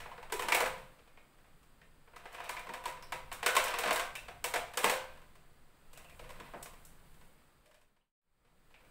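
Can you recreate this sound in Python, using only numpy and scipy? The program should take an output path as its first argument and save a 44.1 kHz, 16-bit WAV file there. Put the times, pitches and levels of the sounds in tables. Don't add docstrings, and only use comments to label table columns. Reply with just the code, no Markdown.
import sys
import numpy as np
from scipy import signal
from scipy.fft import rfft, irfft
from scipy.io import wavfile

SR = 44100
rng = np.random.default_rng(int(sys.argv[2]) if len(sys.argv) > 2 else 0)


def convert_level_to_amplitude(level_db):
    exponent = np.asarray(level_db, float) / 20
    return 10 ** exponent


def pcm_store(signal):
    levels = np.round(np.clip(np.atleast_2d(signal), -1, 1) * 32767)
    wavfile.write(sys.argv[1], SR, levels.astype(np.int16).T)


N = 392490


def rms_one(x):
    return x / np.sqrt(np.mean(x ** 2) + 1e-20)


def energy_one(x):
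    return x / np.sqrt(np.sum(x ** 2))


def in_time(rows):
    s, *columns = np.transpose(rows)
    return [np.interp(np.arange(N) / SR, s, column) for column in columns]


def at_hz(points, hz):
    table_hz, table_value = np.array(points).T[:2]
    return np.interp(np.log(hz), np.log(table_hz), table_value)


def band(x, low_hz, high_hz):
    edges_hz = [low_hz, min(high_hz, 0.45 * SR)]
    return signal.sosfilt(signal.butter(2, edges_hz, "band", fs=SR, output="sos"), x)


def resonance(x, hz, width_hz):
    r = np.exp(-np.pi * width_hz / SR)
    feedback = [1, -2 * r * np.cos(2 * np.pi * hz / SR), r * r]
    return signal.lfilter(np.array([1, 0, -1]) * (1 - r * r) / 2, feedback, x)


def lift(x, hz, width_hz, lift_db):
    return x + (convert_level_to_amplitude(lift_db) - 1) * resonance(x, hz, width_hz)


def drift(rate):
    knots = rng.standard_normal(200)
    return np.interp(np.arange(N) / SR * rate, np.arange(len(knots)), knots)


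def coloured_noise(spectrum):
    hz = np.fft.rfftfreq(N, 1 / SR) + 1
    return rms_one(irfft(rfft(rng.standard_normal(N)) * convert_level_to_amplitude(at_hz(spectrum, hz)), N))


# start_s [s], peak_db [dB], sharpness_db [dB], pitch_hz [Hz]
FIRST_SQUEEZE = [(0.001, -37, -14, 1380), (0.057, -34.5, -45, 875), (0.114, -37, -32, 1050),
                 (0.178, -35.5, -33, 517), (0.227, -36, -25, 864), (0.298, -37.5, -25.5, 974),
                 (0.322, -24.5, -10, 961), (0.342, -53, -8.5, 888), (0.393, -25, -14.5, 982),
                 (0.421, -25, -16.5, 942), (0.484, -19.5, -17.5, 980), (0.52, -14.5, -18.5, 2190),
                 (0.546, -18, -9.5, 859), (0.566, -24, -30, 937), (0.604, -15.5, -18, 460),
                 (0.623, -23.5, -30.5, 530), (0.658, -21.5, -19.5, 541), (0.779, -40.5, -18, 474)]
# start_s [s], peak_db [dB], sharpness_db [dB], pitch_hz [Hz]
LIFTING = [(2.075, -46.5, -37, 468), (2.134, -44, -48, 485), (2.161, -40, -16.5, 1260),
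           (2.254, -34, -27, 520), (2.327, -53, -3, 1010), (2.344, -38, -17, 1060), (2.381, -37, -34, 958),
           (2.401, -33.5, -28, 1080), (2.44, -44, -9, 1050), (2.466, -53, -27, 1200),
           (2.492, -28, -12.5, 990), (2.566, -32, -26, 2260), (2.593, -43.5, -8, 991),
           (2.668, -37, -26, 1010), (2.69, -33, -25, 920), (2.736, -30, -18, 980), (2.838, -36, -18, 501),
           (2.855, -26.5, -16.5, 991), (2.878, -34, -14, 925), (2.97, -40.5, -29, 985),
           (3.025, -43.5, -10, 1050), (3.121, -25, -18.5, 940), (3.315, -30, -22, 1060),
           (3.326, -41.5, 0.5, 1090)]
# start_s [s], peak_db [dB], sharpness_db [dB], pitch_hz [Hz]
SCRAMBLE = [(3.428, -24, -20.5, 804), (3.461, -16, -12.5, 1420), (3.488, -26.5, -19.5, 1560),
            (3.551, -22.5, -11.5, 695), (3.565, -15.5, -12.5, 1060), (3.597, -27.5, -27, 2340),
            (3.64, -44.5, 11.5, 1250), (3.679, -40.5, -2, 2840), (3.738, -24.5, -22, 1110),
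            (3.786, -24.5, -9, 515), (3.835, -20, -22, 696), (3.858, -22, -27, 1500),
            (3.874, -23.5, -19, 1040), (3.888, -26.5, -25, 1180), (3.907, -16.5, -21.5, 696),
            (3.928, -35.5, 3.5, 696), (3.958, -25, -10.5, 1560), (3.995, -24.5, -14, 1100),
            (4.021, -28.5, -40.5, 776), (4.153, -36.5, -7, 2640), (4.282, -33, -24.5, 730),
            (4.308, -75, 10, 770)]
# start_s [s], peak_db [dB], sharpness_db [dB], pitch_hz [Hz]
LAST_SQUEEZE = [(4.441, -26, -5, 940), (4.538, -22, -13.5, 730), (4.558, -22.5, -18.5, 660),
                (4.68, -44, -17, 576), (4.736, -40.5, -10, 970), (4.772, -21, -9.5, 517),
                (4.833, -26, -14.5, 490), (4.842, -15.5, -13.5, 903), (4.863, -27, -18, 1100),
                (4.896, -20.5, -9.5, 558), (4.913, -32, -17, 1070), (4.938, -34.5, -18.5, 1090),
                (5.173, -52.5, -16, 1010), (5.216, -53, -18, 1030), (5.353, -54, -12, 1020)]
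# start_s [s], peak_db [dB], sharpness_db [dB], pitch_hz [Hz]
CARRIED_OFF = [(5.931, -51.5, -2.5, 544), (5.974, -47.5, -3.5, 527), (6.044, -51, -15, 530),
               (6.095, -49.5, -12, 513), (6.193, -41.5, -16.5, 645), (6.239, -46, -22, 535),
               (6.291, -43, -16, 595), (6.303, -46.5, -9, 1010), (6.399, -39.5, -20.5, 1025),
               (6.537, -36, -70, 576), (6.626, -50, 8.5, 655), (6.657, -42, -15, 1100),
               (6.734, -52.5, -13, 1130), (6.85, -74, 22, 980), (6.874, -82, -4, 1000)]
# start_s [s], peak_db [dB], sharpness_db [dB], pitch_hz [Hz]
STRAY_CREAKS = [(0.988, -51, -22, 450), (1.073, -51, -26, 544), (1.172, -47, -51, 2300),
                (1.383, -59, -27, 1510), (1.443, -53, -38, 580), (1.629, -68, 1, 1280),
                (1.814, -51.5, -28, 1860), (7.142, -66, -1, 1160), (7.211, -54, -19, 980),
                (7.658, -55, -7.5, 618), (7.711, -50, -16, 611), (7.743, -50, -10, 592),
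                (7.813, -58, -5, 1040), (7.963, -52, -22.5, 985), (8.447, -52.5, -21.5, 523),
                (8.473, -57, -20.5, 777), (8.705, -54, -18, 477), (8.742, -48, -33, 2300),
                (8.804, -55, -25, 550), (8.847, -56, -22, 565)]
SPELLS = [FIRST_SQUEEZE, LIFTING, SCRAMBLE, LAST_SQUEEZE, CARRIED_OFF, STRAY_CREAKS]
# boom_db [dB], panel_db [dB], nearness_db [dB]
HOLD = [
    (-3, -2, -1),
    (-5, -1, -0.5),
    (-2, 0.15, 0),
    (0, 0.5, 0),
    (1.5, 1.3, 1),
    (-1, 3.9, -2),
]


def snaps(buckle_s, near_db, dent_q, dent_db):
    ragged_share = 0.8
    crack_s, crack_near_db = 0.004, 3.5
    full_ring_hz = 900
    flips = [flip + hold for spell, hold in zip(SPELLS, HOLD) for flip in spell]
    size = 2048
    t = np.arange(size) / SR
    out = np.zeros((2, N + size))
    grains = rng.standard_normal((len(flips), size))
    spiky = grains * np.abs(rng.standard_normal((len(flips), size)))
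    bursts = spiky * (t / buckle_s + 0.11) * np.exp(-t / buckle_s)
    crack_shape = np.exp(-t / crack_s) * convert_level_to_amplitude([[0], [crack_near_db]])

    for (s, peak_db, sharp_db, hz, boom_db, panel_db, closer_db), burst in zip(flips, bursts):
        to_room = energy_one((t == 0) + ragged_share * energy_one(burst * spiky[0]))
        direct = convert_level_to_amplitude(near_db + closer_db) * energy_one(burst)
        jolt = np.array([to_room, direct])
        octaves = np.log2(hz / 1000)
        boom_db = boom_db - 2.5 * max(octaves, 0)
        panel_db = panel_db + 0.3 * sharp_db + 2.5 * octaves
        wall = lift(convert_level_to_amplitude(18.0) * band(jolt, 340, 1400), 480, 330, boom_db)
        wall = wall - convert_level_to_amplitude(panel_db + 18.5) * band(jolt, 1687, 4200)
        wall = lift(wall, hz, hz / dent_q, dent_db * min(hz / full_ring_hz, 1))
        wall = wall + convert_level_to_amplitude(sharp_db + 21) * band(jolt * crack_shape, 5300, 18000)
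        at = round(s * SR)
        out[:, at:at + size] += convert_level_to_amplitude(peak_db) * wall
    return out[:, :N]


# start_s [s], level_db [dB]
GRIP = [
    [(0.0, -45.5), (0.25, -68), (0.372, -58), (0.5, -40), (0.584, -44.5), (0.826, -54.5), (1.0, -84)],
    [(2.05, -87), (2.146, -57), (2.294, -50), (2.398, -45), (2.58, -51), (3.166, -61), (3.4, -52)],
    [(3.4, -49.5), (3.446, -52), (3.574, -36.5), (3.71, -27.5), (3.88, -40.5), (4.254, -58.5), (4.4, -66.5)],
    [(4.45, -38), (4.48, -66.5), (4.656, -63), (4.89, -34), (4.946, -37), (5.068, -54.5), (5.25, -66)],
    [(5.85, -74), (5.966, -56), (6.124, -58), (6.474, -54.5), (6.588, -60), (6.752, -67), (6.95, -72)],
]


def rustle(per_s, spread_db):
    sizes = convert_level_to_amplitude(spread_db * np.minimum(rng.exponential(1, N), 4)) * rng.choice([-1, 1], N)
    creases = sizes * (rng.random(N) < per_s / SR) + 1e-18
    dull = rms_one(lift(band(creases, 450, 3800), 1000, 500, 3.6))
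    bright = rms_one(band(creases, 2600, 17000))
    now, out = np.arange(N) / SR, np.zeros(N)
    for spell in GRIP:
        grip_db, = in_time(spell)
        held = (now > spell[0][0]) & (now < spell[-1][0])
        out += held * (convert_level_to_amplitude(grip_db - 20) * dull + convert_level_to_amplitude(0.75 * grip_db - 42.5) * bright)
    return out


# pitch_hz [Hz], width_hz [Hz], lift_db [dB]
BOTTLE_RESONANCES = [(477, 30, 9.5), (489, 40, 2), (666, 180, 5), (980, 29, 4.5), (1060, 400, 4.5),
                     (1530, 210, 3.5), (2290, 730, 5)]


def bottle(x):
    for hz, width_hz, lift_db in BOTTLE_RESONANCES:
        x = lift(x, hz, width_hz, lift_db)
    return band(x, 220, 19000)


# start_s [s], level_db [dB], pitch_hz [Hz], width_hz [Hz]
TAPS = [(.005, -21.5, 2900, 2460), (0.324, 1.5, 418, 80), (2.35, -15, 2450, 500), (2.45, -16, 2470, 500),
        (3.025, -18.5, 5270, 900), (1.175, -27, 2300, 400), (4.16, -31, 2550, 200), (5.96, -23, 2730, 250),
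        (6.05, -21, 2680, 250), (6.11, -23, 2390, 250), (6.537, -9, 660, 690), (6.625, -31, 8500, 5000),
        (6.85, -31, 11000, 6000), (7.66, -21.5, 592, 51.4), (7.74, -25, 611, 61.4), (8.012, -27, 2910, 400),
        (8.742, -18, 2520, 696), (8.8, -34, 570, 40)]


def pings(near_db):
    out, tap = np.zeros(N), np.arange(4096) == 0
    for s, level_db, hz, width_hz in TAPS:
        ring = resonance(resonance(tap, hz, width_hz), hz, 2 * width_hz)
        out[round(s * SR):][:4096] += convert_level_to_amplitude(level_db - 20.5) * energy_one(ring)
    return out * convert_level_to_amplitude([[0], [near_db]])


# start_s [s], level_db [dB]
KNOCKS = [(0.448, -55.5), (2.683, -55.5), (3.86, -48.5), (4.841, -44), (6.2, -69), (6.399, -57),
          (6.539, -55.5)]


def thuds():
    push = np.zeros(N) + 1e-18
    for s, level_db in KNOCKS:
        push[round(s * SR)] = convert_level_to_amplitude(level_db + 42)
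    return band(push, 130, 520)


def cloth():
    from_s, to_s, edge_s, level_db = 5.85, 7.43, 0.2, -75.5
    now = np.arange(N) / SR
    spell = np.clip(np.minimum(now - from_s, to_s - now) / edge_s, 0, 1)
    swish = rms_one(band(rng.standard_normal(N), 8400, 20000))
    return spell * convert_level_to_amplitude(level_db + 2.0 * drift(11)) * swish


# pitch_hz [Hz], fall_s [s]
ROOM_FALL = [(300, 0.39), (1000, 0.43), (3500, 0.4), (10000, 0.32)]
# pitch_hz [Hz], level_db [dB], fall_s [s]
AIR_MODES = [(472, -32, 0.17), (521.7, -16.5, 0.47), (604.6, -35, 0.97), (700.6, -19, 0.42),
             (985, -24, 0.2), (1076, -25.5, 0.33), (1560, -32.5, 0.8)]


def room(x):
    grain_s, grain_db = 0.033, 4.0
    size = SR // 2
    t = np.arange(size) / SR
    edges_hz = 140 * 2 ** np.arange(0, 7.5, 0.5)
    white = rng.standard_normal((2, size))
    white = white * convert_level_to_amplitude(grain_db * np.exp(-t / grain_s) * (rng.exponential(1, size) - 1))
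    tail = np.zeros(size)
    for k, (low, high) in enumerate(zip(edges_hz, edges_hz[1:])):
        fall_s = at_hz(ROOM_FALL, np.sqrt(low * high))
        tail += band(white[k % 2], low, high) * convert_level_to_amplitude(-60 * t / fall_s)
    for hz, mode_db, fall_s in AIR_MODES:
        tail += convert_level_to_amplitude(mode_db - 60 * t / fall_s) * np.sin(2 * np.pi * hz * t)
    answer = convert_level_to_amplitude(-22) * tail * (1 - np.exp(-t / 0.0037))
    return signal.fftconvolve(x, answer)[:N]


# start_s [s], level_db [dB]
STIR = [(0, 7.5), (.45, 6), (.7, 10), (1.1, -2), (1.45, -2), (2.0, -5), (2.7, 4.5), (3.2, 4), (4.0, 5.5),
        (5.0, 4.5), (5.7, -3), (6.2, 5), (6.6, 7), (7.4, -1.5), (8.3, -3.5), (8.9, 0.5)]
# pitch_hz [Hz], level_db [dB per Hz]
RUMBLE_COLOUR = [(7.1, -34.5), (12, 6), (38, -12), (63, -15), (118, -21), (145, -14.5), (250, -32.5),
                 (320, -48), (550, -120)]
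# pitch_hz [Hz], level_db [dB per Hz]
AIR_COLOUR = [(120, -36), (200, -1), (380, -4.5), (465, -3), (671, -7), (1270, -6.5), (4860, -19.5),
              (5330, -27), (14900, -23), (16000, -16)]
# pitch_hz [Hz], width_hz [Hz], level_db [dB]
INSECT = (4850, 250, -90)


def background():
    stir_db, = in_time(STIR)
    rumble = convert_level_to_amplitude(-59.5 + stir_db + 2.0 * drift(7.1)) * coloured_noise(RUMBLE_COLOUR)
    air = convert_level_to_amplitude(-66 + 0.48 * stir_db) * coloured_noise(AIR_COLOUR)
    hz, width_hz, insect_db = INSECT
    insect = convert_level_to_amplitude(insect_db) * rms_one(resonance(rng.standard_normal(N), hz, width_hz))
    return rumble + air + insect


def scene():
    flips = convert_level_to_amplitude(-6.0) * snaps(buckle_s=0.0037, near_db=8.5, dent_q=13.0, dent_db=9.5)
    handling = bottle(flips + rustle(per_s=430, spread_db=5.0))
    to_room, direct = handling + pings(near_db=4.5) + thuds()
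    return (direct + room(to_room) + background() + cloth())[None]


def fade():
    silent_from_s, silent_to_s, fade_s = 8.125, 8.205, 0.72
    now = np.arange(N) / SR
    return np.clip(np.maximum(silent_from_s - now, now - silent_to_s) / fade_s, 0, 1)


def band_limit(x):
    return signal.sosfilt(signal.butter(12, 16840, fs=SR, output="sos"), x)


# pitch_hz [Hz], width_hz [Hz], lift_db [dB]
MIC_PEAK = (8200, 1100, 8.44)


def record(dry):
    faded = lift(dry, *MIC_PEAK) * fade()
    top_cut = signal.ellip(10, 0.5, 45, 15680, fs=SR, output="sos")
    return band_limit(signal.sosfilt(top_cut, faded))


dry = scene()
out = record(dry)
pcm_store(out)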